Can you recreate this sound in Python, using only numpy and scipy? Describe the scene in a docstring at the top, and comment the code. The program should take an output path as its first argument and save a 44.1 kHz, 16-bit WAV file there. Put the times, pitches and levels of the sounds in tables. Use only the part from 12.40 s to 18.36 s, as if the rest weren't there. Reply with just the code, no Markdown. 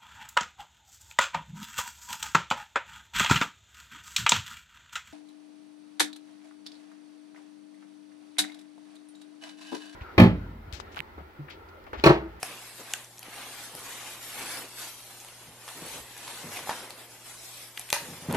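"""A dog in its plastic bed gnaws a lump of frozen meat, close to a small stereo camera in a living room.
Each bite is a burst of tiny breaks that rings the lump, its splinters and the mouth; the room answers briefly.
Bedding rustles as shaped noise and ticks, paws ring the bed's low modes and scrape its plastic,
and a hand rumbles on the camera. Underneath lie a faint mains hum and a steady hiss."""
import sys
import numpy as np
from scipy import signal
from scipy.fft import rfft, irfft, next_fast_len
from scipy.io import wavfile
from scipy.ndimage import uniform_filter1d

SR = 44100
rng = np.random.default_rng(int(sys.argv[2]) if len(sys.argv) > 2 else 0)


def store_pcm(level_fs):
    """Save levels as 16-bit WAV."""
    pcm = np.round(np.clip(level_fs, -1, 1) * 32767).astype(np.int16)
    wavfile.write(sys.argv[1], SR, np.atleast_2d(pcm).T)


N = 262836
T = np.arange(N) / SR  # time in seconds

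# Bites that crack the lump or only knock on it.
# Each row: start in seconds, level in dB (before the overall level in bites), mouth thud in dB next to the lump,
# splinters in dB next to the lump, ring of the broken fragment in dB next to the lump,
# pitch of the fragment in Hz, pitch of the splinters in Hz, pitch of the mouth in Hz,
# crumbling time in seconds, level sent to the room in dB next to the crack.
BITES = [ (0.0296, -27.5, -15, 4, 1, 5400, 10100, 694, .0016, -8),
         (0.0303, -29.5, 3.5, -6, 5, 2400, 4500, 710, 0.0023, -8.5),
         (0.0331, -36, -7, -2, -1, 5400, 5400, 720, 0.0018, -6),
         (0.5361, -25.5, -32, -1.5, 4, 7040, 7200, 790, .0006, -13.5),
         (0.5372, -25, -27, -2, 12, 2930, 3100, 790, 0.00079, -13),
         (0.5386, -28.5, -10.5, -1, 8, 1630, 7700, 790, .0008, -13),
         (0.645, -43.5, -16, -14, 7, 5600, 6000, 790, 0.0015, -16),
         (0.775, -52, -15, 6, 0, 3200, 9000, 790, .003, -24),
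         (0.7824, -43.5, -18, -7, 5, 6040, 6200, 790, .0008, -11),
         (0.7928, -47, -18, 11, 1, 4500, 11700, 790, .001, -11),
         (0.829, -40.5, -9, -3, 4, 2900, 4800, 790, .001, -21),
         (0.8302, -41, -16, 2, 6, 4750, 10500, 790, .001, -14),
         (0.8837, -54, 14, -10, 0, 1800, 4000, 260, .001, -16),
         (1.3512, -46.5, -3, 13.5, 6, 5600, 10300, 790, .0008, -2.5),
         (2.8017, -46.5, -24, 7.5, -3, 6540, 7000, 790, .001, 0),
         (2.8478, -46.5, 1.5, 7, -2, 2100, 4000, 855, .001, -2),
         (2.886, -44, -6, -8, 8, 2900, 4000, 790, .0033, -16),
         (3.2789, -36.5, 1.5, -14, 5, 1830, 3000, 970, 0.0035, -4.5),
         (3.287, -38, -10, -9, 2, 2880, 4500, 900, 0.0028, -12),
         (3.4214, -51.5, 14, -10, 0, 1800, 4000, 280, 0.0011, -10),
         (3.766, -40, -5, -9, 5, 1680, 9100, 905, .006, -7),
         (3.777, -43.5, -10, 7.5, 0, 3500, 9150, 900, 0.0096, -2),
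         (3.8783, -37, -0.5, -2, -1, 3900, 4200, 960, .003, -4),
         (4.1628, -36, -5, -1, -5, 2380, 4300, 704, .0006, -3),
         (4.168, -30.5, -7.5, -9, -6, 2360, 3600, 806, 0.0089, -5),
         (4.191, -41.5, 8, -12, 4, 3150, 3500, 990, .004, -9),
         (4.273, -42.5, 10.5, -8, -2, 1840, 3000, 800, .0015, -1),
         (4.2937, -32.5, 12.5, -11, 3, 1490, 5000, 840, 0.0014, -7.5),
         (4.297, -28, -3, -11, -1, 1790, 5500, 830, 0.0022, -6),
         (4.3065, -35, 1.5, -11, -7, 1000, 4000, 885, 0.00089, -1),
         (4.3108, -36, 9.5, -9, 1, 1100, 4000, 950, 0.0009, -13),
         (4.316, -37, 5, -13, 2, 1800, 4000, 940, 0.00086, -8),
         (4.498, -47, 0, 5, 3, 2700, 8000, 790, .005, -4),
         (4.5062, -36, -6, 1.5, 10, 4270, 12000, 800, .0005, -8),
         (5.3745, -32.5, -17, -1, 0, 3300, 3500, 900, 0.00077, -17),
         (5.377, -31.5, -18, -21, 3, 2160, 8000, 900, 0.0011, -14),
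         (5.3952, -43, -.5, 15.5, 3, 4130, 11500, 760, 0.0016, -10),
         (5.4007, -51, -8, 12, 0, 4500, 11500, 790, .002, -11),
         (5.412, -42.5, -10, -2, 0, 3600, 6000, 790, .002, -3),
         (5.49, -39, -21, -2, 2, 2170, 9000, 790, 0.0022, -16),
         (5.5022, -35, -35, 11.5, 2, 2600, 8400, 790, 0.00017, -11.5),
         (5.5042, -29, -25, -2, 11, 3370, 7300, 790, 0.0015, -12),
         (5.5279, -16.5, -3.5, 2, -5, 4400, 5950, 580, 0.00078, -6),
         (5.529, -19.5, -2, 2, -1, 2190, 5800, 830, 0.0027, -4),
         (5.5314, -28, -5, -7, 2, 1570, 4300, 980, 0.012, 6),
         (5.911, -36, 3, -5, 0, 3100, 5600, 790, .0023, -18),
         (5.926, -36.5, 6, 9, 3, 4520, 10600, 795, .0012, -24),
         (5.9385, -36.5, 6.5, -13, 0, 3200, 4000, 900, 0.0012, -8),
         (5.9457, -36, 7, -12, 3, 3410, 4000, 705, .002, -8),
         (5.9491, -41, 9, -14, 0, 1700, 4000, 910, .001, -10),
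         (5.9535, -43, 11, -14, 0, 1390, 4000, 720, .001, -8)]
# How unlike a crack sounds at the two microphone ports. Each row: frequency in Hz, level in dB.
SIDEWAYS_COLOUR = [(500, -35), (2000, -35), (5000, -23), (9000, -9)]


def bites(level_db=-14, count=4):
    """Each crack sounds different in every direction: one reaches the camera, the others the walls."""
    front, aside, sent = np.zeros((3, N))
    for start_s, db, *shape, room_db in BITES:
        ways = [undb(db + level_db) * crack(*shape) for _ in range(count)]
        add(front, start_s, ways[0])
        add(aside, start_s + .0002, ways[1])
        for way in ways[1:]:
            add(sent, start_s, undb(room_db) * way / np.sqrt(count - 1))
    side = colour(aside, SIDEWAYS_COLOUR)
    return np.array([front + side, front - side]) + room(sent)


# The mouth around the lump, retuned by the jaw at every bite.
# Each row: multiple of the mouth's pitch, width in Hz, level in dB.
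MOUTH_MODES = [(.25, 218, -9), (.7, 237, -7.5), (1, 165, 7), (1.2, 160, -11)]
# The frozen lump and the teeth. Each row: pitch in Hz before the grip shifts it, width in Hz, level in dB.
LUMP_MODES = [(1770, 120, 5.5), (2470, 570, 14), (3250, 900, 2.5), (4250, 1400, 2), (6060, 510, -6.5)]
# The crackle of the splinters. Each row: frequency in Hz, level in dB.
SPLINTER_COLOUR = [(2500, -25.5), (5000, -2), (6800, 0.5), (8000, 0.5), (10000, 0), (12400, 2)]
FRAGMENT_Q = 6  # sharpness: with the same Q, higher fragments ring more briefly
FLESH_HZ = 2100  # flesh softens the blow above this pitch
SPLINTER_RING_DB = -10.5  # the splinters' ring next to their crackle


def crack(thud_db, splinter_db, fragment_db, fragment_hz, splinter_hz, mouth_hz, crumble_s, size=2048):
    """One fracture sets off a dying run of smaller ones; they ring lump, fragment, splinters and mouth."""
    t = np.arange(size) / SR
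    flips = rng.choice([-1, 1], size)
    keep = rng.random(size) < .3
    run = flips * keep * np.exp(-t / crumble_s)
    first = signal.unit_impulse(size)
    breaks = first + .4 * run

    # the teeth hold the lump differently each time
    grip = 1 + 0.064 * rng.uniform(-0.29, 1, len(LUMP_MODES))
    gripped = [(hz * shift, width, db) for (hz, width, db), shift in zip(LUMP_MODES, grip)]
    fragment = ring(breaks, [(fragment_hz, fragment_hz / FRAGMENT_Q, 0)])
    lump = unit(ring(breaks, gripped)) + undb(fragment_db) * unit(fragment)

    # the jaw mostly feels the first break, softened
    felt = first + .1 * run
    felt = signal.sosfilt(signal.butter(2, FLESH_HZ, fs=SR, output="sos"), felt)
    mouth_modes = [(multiple * mouth_hz, width, db) for multiple, width, db in MOUTH_MODES]
    mouth = undb(thud_db) * unit(ring(felt, mouth_modes))

    # the treble is spent sooner
    shards = first + 0.6 * run * np.exp(-t / (1.3 * crumble_s))
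    crackle = unit(colour(shards, SPLINTER_COLOUR))
    splinter_ring = unit(ring(shards, [(splinter_hz, 1300, 0)]))
    splinters = crackle + undb(SPLINTER_RING_DB) * splinter_ring
    return bounce(unit(lump) + mouth + undb(splinter_db) * unit(splinters))


def bounce(x, size=13, reflect=.68):
    """All-pass filter: the shock runs to and fro inside the lump, which spreads its first spike."""
    taps = np.r_[1, np.zeros(size - 1), reflect]
    return signal.lfilter(taps[::-1], taps, x)


# The colour of the room's answer. Each row: frequency in Hz, level in dB.
ROOM_COLOUR = [(80, -34), (300, 1.5), (900, -1.5), (1700, 5.5), (4000, 3.5), (8000, 3.5), (12500, 3.5)]


def room(x, t60_s=0.28, gap_s=0.0041, size=22050):
    """Reflections arrive after a short gap and die away among the furniture."""
    t = np.arange(size) / SR
    fade_in = np.clip(t / gap_s - 1, 0, 1)
    tail = diffuse(ROOM_COLOUR, size=size, grain_db=1.0) * undb(-60 * t / t60_s) * fade_in
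    return signal.fftconvolve(x[None], unit(tail) / np.sqrt(size), axes=1)[:, :N]


# The dog tugs and shifts on its blanket as it chews.
# Each row: height of the move in seconds, level in dB, length of the swell in seconds,
# fibre hiss in dB next to that level (before fibre_db in bedding).
MOVE_ROWS = [ (0.092, -44.5, 0.059, -6), (0.25, -50, 0.066, 3), (0.392, -54.5, 0.028, 7.5),
             (0.516, -46.5, 0.06, -0.5), (0.864, -48.5, 0.027, -22), (0.968, -44, 0.048, -5.5),
             (1.135, -46.5, 0.15, 0), (1.243, -53.5, 0.017, 8), (1.513, -43.5, 0.096, 0),
             (1.702, -46.5, 0.054, 1.5), (1.855, -47.5, 0.038, 5.5), (2.015, -42.5, 0.087, 2),
             (2.018, -40, 0.013, -6), (2.13, -42, 0.057, 3), (2.305, -55.5, .05, 6),
             (2.42, -44.5, 0.048, 5), (2.604, -55, 0.14, 6.5), (2.864, -55, 0.056, 0),
             (3.014, -57, 0.074, 2.5), (3.337, -49.5, 0.097, 4), (3.513, -46, 0.06, 4.5),
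             (3.72, -51.5, 0.05, -2), (3.922, -45, 0.11, 2), (4.154, -43, 0.039, 1.5),
             (4.284, -49, .012, 9), (4.335, -43, 0.085, -1.5), (4.603, -49.5, 0.024, 0.5),
             (4.742, -55.5, 0.06, 3), (4.892, -51, 0.044, 6.5), (5.073, -55.5, 0.085, 10.5),
             (5.208, -52.5, 0.044, 6.5), (5.397, -54, 0.044, 5.5), (5.662, -50.5, 0.14, 4.5)]
# The rub of the cloth. Each row: frequency in Hz, level in dB.
CLOTH_COLOUR = [(150, -30), (270, -7.5), (400, -13), (800, -1), (1300, -2.5), (2200, -1), (3200, -3),
                (4500, -10), (7000, -16)]
# The hiss of the fibres. Each row: frequency in Hz, level in dB.
FIBRE_COLOUR = [(1500, -14), (3500, -3), (5000, -3.5), (7000, -3.5), (9500, -4), (12000, -3)]
# Threads that catch and snap free. Each row: frequency in Hz, level in dB.
SNAG_COLOUR = [(250, -10), (800, 1), (2500, -1), (5000, -14.5), (12000, -14)]
# average snags per second, their level next to the rub and the spread of their sizes
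SNAGS_PER_S, SNAG_DB, SNAG_SPREAD_DB = 300, -9.5, 2
# the blanket is never quite still: resting rub, and resting hiss before fibre_db
REST_RUB_DB, REST_HISS_DB = -60.5, -55


def bedding(fibre_db=2.02):
    """Countless fibres catch and slip as the dog moves; the rustle is patchy in colour and single threads tick."""
    rub = strokes([(s, db, length_s) for s, db, length_s, _ in MOVE_ROWS], REST_RUB_DB)
    hiss = strokes([(s, db + hiss_db, length_s) for s, db, length_s, hiss_db in MOVE_ROWS], REST_HISS_DB)
    catch_db = 0.62 * walk(70)
    patchy_rub = patchy(diffuse(CLOTH_COLOUR), depth_db=5.5, hold_s=0.029)
    patchy_rub = patchy(patchy_rub, depth_db=0.5, size=256, hold_s=0.011)
    snags = undb(SNAG_DB) * ticks(SNAGS_PER_S, SNAG_COLOUR, spread_db=SNAG_SPREAD_DB)
    cloth = (patchy_rub + snags) * rub * undb(catch_db)
    fibres = patchy(diffuse(FIBRE_COLOUR), depth_db=8.0, hold_s=0.055)
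    return cloth + fibres * hiss * undb(fibre_db + catch_db)


# Paws land on the bed and slide.
# Each row: landing in seconds, thump in dB (before the bass is trimmed), slide in dB, length of the slide in seconds.
PAW_STEPS = [ (0.085, -70, -52.5, 0.027), (0.384, -64, -50, 0.014), (1.336, -52.5, -54, 0.033),
             (1.97, -60, -54.5, .03), (2.182, -58, -51.5, 0.035), (3.072, -54, -60.5, 0.067),
             (3.359, -54, -51, 0.015), (3.421, -47.5, -50, 0.023), (3.541, -50, -51, 0.033),
             (4.043, -40, -51.5, 0.038), (4.223, -54, -53, 0.19), (5.617, -46.5, -52, 0.037),
             (5.686, -42, -59, 0.024), (5.721, -46, -54.5, 0.032), (5.822, -45, -50, 0.029),
             (5.886, -25.5, -38, 0.012), (5.932, -27.5, -30.5, 0.014)]
# The bed and the floor under it. Each row: pitch in Hz before a small detune, level in dB, time to fall 60 dB in seconds.
BED_MODES = [(99, -4.5, 0.8), (149, -1, 0.25), (165.5, 5.5, 0.16), (193, -1, 0.12), (241, 0, 0.31),
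             (278.5, -7.5, 0.18), (398, -15, 0.27), (550, -18, .15)]


def thumps(contact_s=0.0022, size=13230):
    """Soft blows ring the low modes of the bed, a little differently each time."""
    out, t = np.zeros(N), np.arange(size) / SR
    soft_start = 1 - np.exp(-t / contact_s)
    for start_s, db, *_ in PAW_STEPS:
        detune = 1 + .02 * rng.standard_normal(len(BED_MODES))
        body = np.zeros(size)
        for (hz, mode_db, t60_s), shift in zip(BED_MODES, detune):
            body += undb(mode_db - 60 * t / t60_s) * np.cos(2 * np.pi * hz * shift * t)
        add(out, start_s, undb(db) * body * soft_start)
    # so small a bed radiates little deep bass
    return colour(out, [(30, -10), (65, -21), (100, -5.5), (200, -1.5)], size=4096)


# The rumble of the bed's shell. Each row: frequency in Hz, level in dB.
SHELL_COLOUR = [(50, -32), (90, -20), (150, -5), (240, 5.5), (330, 3.5), (520, 7), (800, -34), (1500, -44)]
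# The rasp of the contact. Each row: frequency in Hz, level in dB.
GRIT_COLOUR = [(250, -71), (550, 5.5), (1000, 3), (1500, -0.5), (2500, -5), (4500, -17.5), (12000, -19.5)]
SLIDE_LAG_S, GRIT_DB = 0.022, -0.5  # a slide peaks this long after the landing; its rasp next to its rumble
SLIPS_PER_S, SLIP_DB = 420, -3.5  # average jerks of a claw over the plastic; their level next to the rumble
DRAG_DB = -15.5  # share of each move that drags on the shell of the bed


def scuffs():
    """A sliding paw or a dragged blanket judders: the shell of the bed rumbles and the contact rasps."""
    slides = [(s + SLIDE_LAG_S, db, length_s) for s, _, db, length_s in PAW_STEPS]
    drags = [(s, db + DRAG_DB, length_s) for s, db, length_s, _ in MOVE_ROWS]
    push = strokes(slides + drags) * undb(1.05 * walk(70))
    rumble = diffuse(SHELL_COLOUR)
    rasp = undb(GRIT_DB) * diffuse(GRIT_COLOUR)
    slips = undb(SLIP_DB) * ticks(SLIPS_PER_S, GRIT_COLOUR)
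    return push * (rumble + rasp + slips)


# The hand shifting on the camera. Each row: height of the move in seconds, level in dB, length of the swell in seconds.
HAND_MOVES = [(3.08, -62, 0.026), (3.58, -54, 0.044)]
# The rumble of the case. Each row: frequency in Hz, level in dB.
CASE_COLOUR = [(25, -16), (50, -3), (70, 8), (100, -7), (160, -22)]


def handling():
    """Deep rumbles come through the case of the camera."""
    return sum(stroke(*row) for row in HAND_MOVES) * diffuse(CASE_COLOUR)


# The mains hum. Each row: pitch in Hz, level in dB.
HUM_TONES = [(119.8, -63.5), (240, -82), (360, -71)]
# The steady noise of the room. Each row: frequency in Hz, level in dB.
AIR_COLOUR = [(25, -11), (45, 9), (80, 8.5), (160, 10.5), (350, 10.5), (900, 13), (2000, -18), (5000, -34),
              (12000, 2.5)]


def background(air_db=-57):
    """Mains hum as steady sine tones, and the steady hiss of a quiet room as coloured noise."""
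    hum = np.zeros(N)
    for hz, db in HUM_TONES:
        hum += undb(db) * np.sqrt(2) * np.sin(2 * np.pi * (hz * T + rng.random()))
    return hum + undb(air_db) * diffuse(AIR_COLOUR)


# How alike the two microphone ports hear sound from all round. Each row: frequency in Hz, correlation (1 = identical).
PORT_LIKENESS = [(100, 0.79), (400, 0.94), (1000, 0.91), (2000, 0.61), (3500, 0.15), (6000, 0.11),
                 (9000, 0.47), (12000, 0.42)]


def diffuse(points, size=N, grain_db=0):
    """Coloured noise from all round at the two ports; grain_db makes single grains stand out."""
    n = next_fast_len(size, True)
    grains = undb(grain_db * np.repeat(rng.standard_normal(n // 16 + 1), 16)[:n])
    mid, side = rfft(rng.standard_normal((2, n)) * grains)
    alike = np.clip(along(PORT_LIKENESS, n), -1, 1)
    mid, side = mid * np.sqrt(1 + alike), side * np.sqrt(1 - alike)
    spectra = np.array([mid + side, mid - side]) * undb(along(points, n))
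    return unit(irfft(spectra, n)[:, :size])


def patchy(x, depth_db, size=1024, hold_s=0.03):
    """Random dips and small rises in level per band and moment, alike at both ports."""
    spectra = signal.stft(x, nperseg=size)[2]
    field = uniform_filter1d(rng.standard_normal(spectra.shape[1:]), size=3, axis=0)  # smooth across bands
    field = signal.lfilter([1], [1, -np.exp(-size / 2 / SR / hold_s)], field)  # smooth in time
    gain = undb(depth_db * np.minimum(unit(field), 1))  # rises are capped, dips are not
    return unit(signal.istft(spectra * gain, nperseg=size)[1][:, :N])


def ticks(per_s, points, spread_db=3.5):
    """Tiny coloured clicks of uneven size at random moments, some to the left and some to the right."""
    chance = rng.random(N)
    size = np.clip(rng.standard_normal(N), -2, 2)
    place = rng.uniform(-0.99, 1, N)
    clicks = (chance < per_s / SR) * undb(spread_db * size)
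    return unit(np.array([colour(clicks * (1 + way * 0.44 * place), points) for way in (1, -1)]))


EASE_OFF = 1.52  # a move dies away this many times more slowly than it swells


def stroke(s, db, length_s):
    """A movement that swells and eases off a little more slowly."""
    width_s = length_s * np.where(T < s, 1, EASE_OFF)
    return undb(db) * np.exp(-.5 * ((T - s) / width_s) ** 2)


def strokes(rows, rest_db=-np.inf):
    """Overlapping movements (seconds, dB, length in seconds) add in power, over a resting level."""
    return np.sqrt(undb(rest_db) ** 2 + sum(stroke(*row) ** 2 for row in rows))


def walk(rate):
    """Random levels held 1 / rate seconds and smoothed into ramps; rms 1."""
    k = int(SR / rate)
    return unit(uniform_filter1d(np.repeat(rng.standard_normal(N // k + 1), k), k)[:N])


def ring(x, modes):
    """Drive a set of resonances (pitch in Hz, width in Hz, dB)."""
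    return sum(undb(db) * signal.lfilter(*signal.iirpeak(hz, hz / width, fs=SR), x) for hz, width, db in modes)


def colour(x, points, size=1024):
    """Filter to the given spectrum with minimum phase, so nothing sounds before its cause."""
    cepstrum = irfft(np.log(undb(along(points, size))))
    cepstrum[1:size // 2] *= 2
    cepstrum[size // 2 + 1:] = 0
    return signal.fftconvolve(x, irfft(np.exp(rfft(cepstrum))))[:len(x)]


def along(points, size):
    """Read (Hz, value) points at the bins of a transform, on a log-frequency axis."""
    hz, value = np.transpose(points)
    bins_hz = np.arange(size // 2 + 1) * SR / size
    return np.interp(np.log(bins_hz + 1), np.log(hz), value)


def add(track, s, sound):
    """Mix a sound in at time s."""
    start = max(int(s * SR), 0)
    part = sound[..., :max(N - start, 0)]
    track[..., start:start + part.shape[-1]] += part


def undb(db):
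    """Decibels to gain."""
    return 10 ** (np.asarray(db) / 20)


def unit(x):
    """Scale to rms 1."""
    return x / np.sqrt(np.mean(x ** 2))


def scene():
    """Everything at the two ports."""
    return bites() + bedding() + thumps() + scuffs() + handling() + background()


TOP_HZ = 12500  # the camera cuts off above this


def record(dry):
    """The left port is a little keener in the treble; the camera cuts the top steeply."""
    left = colour(dry[0], [(2000, 0), (4000, 1), (12000, 1.3)])
    return signal.sosfilt(signal.ellip(10, .2, 70, TOP_HZ, fs=SR, output="sos"), [left, dry[1]])


dry = scene()
out = record(dry)
store_pcm(out)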